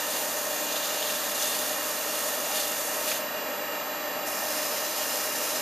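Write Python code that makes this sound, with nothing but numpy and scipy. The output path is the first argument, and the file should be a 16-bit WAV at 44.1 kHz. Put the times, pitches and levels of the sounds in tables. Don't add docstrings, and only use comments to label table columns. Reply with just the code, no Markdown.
import sys
import numpy as np
from scipy import signal
from scipy.fft import irfft
from scipy.io import wavfile
from scipy.ndimage import uniform_filter1d

SR = 44100
rng = np.random.default_rng(int(sys.argv[2]) if len(sys.argv) > 2 else 0)


def to_wav(sig):
    pcm = np.clip(np.atleast_2d(sig), -1, 1) * 32767
    pcm = np.round(pcm).astype(np.int16)
    wavfile.write(sys.argv[1], SR, pcm.T)


def volts(x):
    e = np.asarray(x, float) / 20
    return 10 ** e


N = 247401


def evened(x):
    return x / np.sqrt(np.mean(x ** 2) + 1e-20)


def read(points, hz):
    f, value = np.transpose(points)
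    return np.interp(np.log(hz + 1), np.log(f + 1), value)


def peaks_db(modes, hz):
    return sum(db / (1 + (2 * (hz - f) / width) ** 2) for f, width, db in modes)


def drift(per_s, count):
    knot_s = np.arange(0, N / SR + 1, 1 / per_s)
    values = rng.standard_normal((count, len(knot_s)))
    return np.array([np.interp(np.arange(N) / SR, knot_s, row) for row in values])


def patches(shape, tall, long):
    field = rng.standard_normal(shape[::-1]).T
    return evened(uniform_filter1d(uniform_filter1d(field, tall, 0), long, 1))


# frequency [Hz], left minus right [dB].
LEAN_SPECTRUM = [(60, 0), (380, -.2), (690, -.7), (1300, -1.1), (2400, -.6), (8000, -.5), (14800, -.2)]
# frequency [Hz], side minus mid [dB].
SIDE_SPECTRUM = [(25, -14), (60, -22), (110, -26), (200, -34), (380, -17), (690, -20), (1280, -13.5),
                 (2360, -14), (4350, -14.5), (8030, -12.5), (14800, -17)]


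def pair(middle, other, hz):
    side = other * volts(read(SIDE_SPECTRUM, hz))[:, None]
    lean = volts(read(LEAN_SPECTRUM, hz) / 2)[:, None]
    return np.array([(middle + side) * lean, (middle - side) / lean])


# time [s], speed [turns a second].
SHAFT_SPEED = [(0.0, 50.77), (0.6, 50.86), (1.3, 50.775), (2.1, 50.8), (3.1, 50.78), (3.45, 50.97),
               (3.7, 50.71), (4.6, 50.63), (4.8, 50.88), (5.61, 50.89)]


def shaft_turns():
    return np.cumsum(np.interp(np.arange(N) / SR, *np.transpose(SHAFT_SPEED))) / SR


def tones(rows, cycles, hz, waver_db, per_s, wander, sweep=0):
    out = np.zeros((2, N))
    wavers = drift(per_s, count=7)
    for k, (multiple, db) in enumerate(rows):
        start, sign = rng.random(), rng.choice([-1, 1])
        if sweep:
            start = -sweep * multiple ** 2
        angle = 2 * np.pi * (multiple * cycles + start) + wander * wavers[(k + 3) % 7]
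        skew = sign * volts(read(SIDE_SPECTRUM, multiple * hz)) * np.array([[1], [-1]])
        size = np.sqrt(2) * volts(db + waver_db * wavers[k % 7])
        out += size * np.sin(angle + skew)
    return out


# multiple of shaft speed, level [dB].
SHAFT_ORDERS = [(1, -92.7), (2, -68.5), (3, -68.9), (4, -61.2), (5, -62.0), (6, -52.4), (10, -55.7),
                (11, -58.4), (12, -47), (13, -59), (15, -57.9), (16, -50.7), (17, -59.7), (18, -49.1),
                (22, -59.9), (24, -60.9), (30, -62.2), (32, -53.8), (46, -60.9), (48, -52.4), (64, -61.7),
                (92, -57.2), (93, -62.6), (97, -62.8), (98, -64.3), (143, -61.3), (144, -57.8),
                (145, -59.9), (146, -63.5), (196, -70.8)]
# multiple of shaft speed, level [dB].
BEARING_ORDERS = [(1.149, -83), (1.255, -73), (2.507, -79), (3.762, -70), (5.484, -60), (7.527, -62),
                  (19.93, -59), (20.7, -58), (21.085, -54), (24.764, -55), (25.37, -59)]


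def shaft_hum():
    orders = [(k, db + .02 * k) for k, db in SHAFT_ORDERS + BEARING_ORDERS]
    return volts(0.45) * tones(orders, shaft_turns(), 50.8, waver_db=1.5, per_s=8, wander=.25)


# multiple of belt speed, level [dB].
BELT_ORDERS = [(10, -78.3), (15, -71.0), (16, -70.6), (18, -66.1), (19, -65.1), (20, -68.4), (22, -57.1),
               (28, -65.4), (35, -66.2), (38, -64.5), (40, -58.2), (42, -56.8), (43, -61.2), (45, -59.5),
               (47, -56.6), (50, -56.6), (51, -58.3), (52, -55.7), (53, -44.7), (54, -55), (56, -46.2),
               (57, -51.5), (58, -58.8), (59, -54.0), (60, -56.5), (66, -59.5), (69, -59.7), (71, -58.7),
               (114, -63.1), (117, -59.5)]


def belt_hum():
    belt_turns = .21686 * shaft_turns()
    return volts(0.2) * tones(BELT_ORDERS, belt_turns, 11.0, waver_db=1.1, per_s=4, wander=.15, sweep=.036)


# frequency [Hz], level [dB].
DRIVE_TONES = [(9938, -69), (10137, -72), (11090, -67), (11192, -70), (11396, -72), (11698, -68),
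               (11951, -65), (12005, -40), (12053, -67), (12312, -72), (12613, -69), (12818, -58),
               (12920, -66), (13221, -66)]


def drive_whine():
    return tones(DRIVE_TONES, np.arange(N) / SR, 1, waver_db=0.2, per_s=29, wander=0.26)


# frequency [Hz], density [dB per Hz].
RUSH_SPECTRUM = [(25, -62), (45, -63), (130, -25), (292, -13), (350, -11.5), (600, -1), (704, -7.5),
                 (1410, -10), (1830, -11.5), (3150, -19), (7200, -20.5), (8600, -27.5), (13400, -27.5),
                 (15300, -35)]
# frequency [Hz], width [Hz], height [dB].
HOUSING_MODES = [(264, 40, 7), (556, 87, -2.5), (765, 30, 6.5), (1150, 91, 3.5), (1310, 81, 3.5),
                 (1824, 160, 8.5), (2808, 160, 12.5), (3400, 43, 7), (3960, 120, 8.5), (4510, 63, 4.5),
                 (5010, 95, 5), (6300, 350, 3.5), (7200, 160, 3), (8050, 240, 2), (9700, 200, -2),
                 (10100, 350, 1), (12100, 700, 4), (13200, 200, 0)]


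def housing_db(hz):
    return read(RUSH_SPECTRUM, hz) + peaks_db(HOUSING_MODES, hz)


def shaft_rattle():
    orders = np.arange(1025)
    hz = orders * 50.8
    uneven_db = 3.0 * np.clip(rng.standard_normal(1025), -2, 1.5)
    z = volts(housing_db(hz) + uneven_db) * np.exp(2j * np.pi * rng.random((2, 1025)))
    weak = (orders > 18) & (orders < 285) & ~np.isin(orders, [k for k, _ in SHAFT_ORDERS])
    turn = irfft(pair(z[0][:, None], z[1][:, None], hz)[..., 0] * weak, 2048)
    at = shaft_turns() % 1 * 2048
    rattle = np.array([np.interp(at, np.arange(2049), np.append(c, c[0])) for c in turn])
    return volts(-43.5) * evened(rattle)


def fan_rush():
    hz = np.fft.rfftfreq(2048, 1 / SR)
    a, b, c, d = rng.standard_normal((N // 512 + 5, 1025, 4)).T
    colour = volts(housing_db(hz)[:, None] + 1.0 * patches(a.shape, 10, 8))
    z = pair(a + 1j * b, c + 1j * d, hz) * colour
    beat = 1 + 0.028 * np.cos(2 * np.pi * shaft_turns())
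    return volts(-35.5) * beat * evened(signal.istft(z, nperseg=2048, noverlap=1536)[1][:, :N])


def motor():
    return shaft_hum() + belt_hum() + drive_whine() + shaft_rattle() + fan_rush()


def grit(per_s, uneven_db):
    size = volts(uneven_db * np.minimum(rng.exponential(1, (2, N)), 3.8))
    sign = rng.choice([-1, 1], (2, N))
    return evened(size * sign * (rng.random((2, N)) < per_s / SR))


# peak time [s], extra pressure [dB], length [s].
PRESSES = [(0.154, 2.5, .2), (0.85, 0, 0.25), (1.106, 1.5, .2), (1.46, 4, 0.29), (1.68, 1.5, 0.12),
           (1.883, 1, .08), (2.18, 2.5, 0.26), (2.57, 4.5, 0.16), (2.79, 1.5, 0.28), (3.08, 5, 0.087),
           (3.26, 2, 0.024), (4.275, 0.5, .04), (4.6, 2.5, 0.31), (4.987, 2.5, 0.12), (5.152, 3.5, 0.22),
           (5.442, 3.5, .25)]


def pushes_db(t):
    rise_share = 0.32
    return sum(db * np.exp(-((t - s) / (length * np.where(t < s, rise_share, 1 - rise_share))) ** 2)
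               for s, db, length in PRESSES)


# frequency [Hz], level [dB].
GRIT_SPECTRUM = [(900, -26), (1800, -8), (2600, -2.5), (4300, 1), (7800, -0.5), (9000, 1.5), (11000, 1),
                 (13700, 1.5), (14300, 1), (14600, -23), (15100, -24.5)]
# frequency [Hz], width [Hz], height [dB].
GRIP_RINGS = [
    [(2810, 90, 6), (3550, 150, 6.5), (4480, 100, 4), (6720, 400, 4), (10900, 500, 1.5)],
    [(2050, 150, 7), (2450, 150, 5), (2800, 120, 4), (4000, 200, 3), (5150, 400, 5.5), (5500, 120, 4),
     (5900, 100, 4), (6500, 500, 3), (7350, 200, 4), (8150, 600, -4)],
]
# lands [s], lifts [s], resting pressure [dB].
TOUCHES = [
    (-0.1, 3.17, -42),
    (4.271, 5.8, -42.5),
]
# time [s], reach [0 midway, minus inward, plus to
REACH_CURVES = [
    [(0.0, 0.18), (0.3, -0.38), (0.45, -0.21), (0.76, 0.53), (1.05, 0.36), (1.9, -0.41), (2.62, -0.055),
     (2.87, -0.76), (3.15, -0.1)],
    [(4.27, -1.4), (4.45, -.7), (4.6, -0.13), (4.72, -0.4), (4.85, -0.0088), (5.3, -0.64), (5.61, -.2)],
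]
# frequency [Hz], width [Hz].
ZONE_BANDS = [(3500, 2100), (5000, 530), (6600, 1980)]
# lift [dB], slope [dB per unit of reach], [dB per dB of push].
ZONE_GAINS = [(1.5, 7.5, 0.37), (2.3, 4, -0.08), (5, 2, -0.5)]


def sanding():
    hz, t, z = signal.stft(grit(per_s=30000, uneven_db=3.5), SR, nperseg=512, noverlap=384)
    power = np.zeros(z[0].shape)
    push_db = pushes_db(t)
    for (lands, lifts, rest_db), curve, rings in zip(TOUCHES, REACH_CURVES, GRIP_RINGS):
        away_db = 850 * np.maximum(lands - t, 0) + 174 * np.maximum(t - lifts, 0)
        reach = np.interp(t, *np.transpose(curve))
        zone_db = 0
        for (f, width), (db, per_reach_db, per_push) in zip(ZONE_BANDS, ZONE_GAINS):
            zone = np.exp(-(2 * (hz - f) / width) ** 4)[:, None]
            zone_db = zone_db + zone * (db + per_reach_db * reach + per_push * push_db)
        colour_db = (read(GRIT_SPECTRUM, hz) + peaks_db(rings, hz))[:, None]
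        power += volts(colour_db + rest_db + push_db - away_db + zone_db) ** 2
    spindle = 2 * np.pi * .3 * np.interp(t, np.arange(N) / SR, shaft_turns())
    wobble = 0.27 * np.cos(spindle + 1.1) + 0.3 * np.cos(2 * spindle + 2.2) + 0.75 * np.cos(4 * spindle + 3.3)
    throb = np.maximum(1 + 0.082 * wobble, .1)
    shift_db = .9 * patches(power.shape, 3, 10)
    shift_db += 7.8 + 0.75 * patches((1, len(t)), 1, 4)
    z = pair(*z, hz) * np.sqrt(power) * volts(shift_db) * throb
    return signal.istft(z, SR, nperseg=512, noverlap=384)[1][:, :N]


# time [s], peak level [dB], ring frequency [Hz].
GRAIN_SNAGS = [(0.6674, -22, 6710), (0.7594, -15, 3600), (0.762, -22, 2800), (0.8294, -26, 2820),
               (0.9294, -24, 2840), (0.9614, -25, 6900), (1.0274, -16, 3400), (1.0877, -21, 6100),
               (1.093, -19, 2860), (1.394, -21, 6280), (1.417, -20, 6750), (1.425, -13, 5740),
               (1.425, -19, 3720), (1.4571, -17, 6800), (1.477, -16, 6560), (1.5514, -21, 2800),
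               (1.5894, -20, 6970), (1.942, -18, 6030), (2.545, -26, 2900), (2.5694, -19, 6080),
               (2.598, -25, 3150), (3.079, -22, 2480), (3.0997, -19, 4500), (3.117, -12.5, 2630),
               (3.116, -18, 1400), (3.1597, -22, 2820), (4.2644, -35, 2430), (4.3894, -27, 6410),
               (4.4553, -25, 2800), (4.5244, -30, 6550), (4.6294, -23, 7040)]


def snags():
    out = np.zeros((2, N))
    t = np.arange(1500) / SR
    envelope = (1 - np.exp(-t / 0.0023)) * np.exp(-t / 0.0062)
    rip_band = signal.butter(2, [1100, 9000], "band", fs=SR)
    for s, db, hz in GRAIN_SNAGS:
        noise = rng.standard_normal((2, 1500))
        ring = signal.lfilter(*signal.iirpeak(hz, 8.0, SR), noise)
        rip = signal.lfilter(*rip_band, noise)
        middle, side = volts(db - 8.5) * (evened(ring) + 0.26 * evened(rip)) * envelope
        start = round((s - .003) * SR)
        out[:, start:][:, :1500] += middle + 0.24 * side * np.array([[1], [-1]])
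    return out


def scene():
    return motor() + sanding() + snags()


# from [Hz], to [Hz], share of time blanked [0-1].
BLANKED_BANDS = [(13600, 14400, .168), (14400, 15100, .72), (15100, 22050, 1)]


def blank_top(x):
    hz, t, z = signal.stft(x, SR, nperseg=1024, noverlap=768)
    for low_hz, high_hz, share in BLANKED_BANDS:
        band = (hz > low_hz) & (hz <= high_hz)
        power = uniform_filter1d((abs(z[:, band]) ** 2).sum((0, 1)), size=6)
        z[:, band] *= power > np.quantile(power, share)
    return signal.istft(z, SR, nperseg=1024, noverlap=768)[1][:, :N]


def band_limit(x):
    return signal.sosfilt(signal.butter(12, 15100, fs=SR, output="sos"), x)


def record(dry):
    mix = blank_top(dry)
    return band_limit(mix)


dry = scene()
out = record(dry)
to_wav(out)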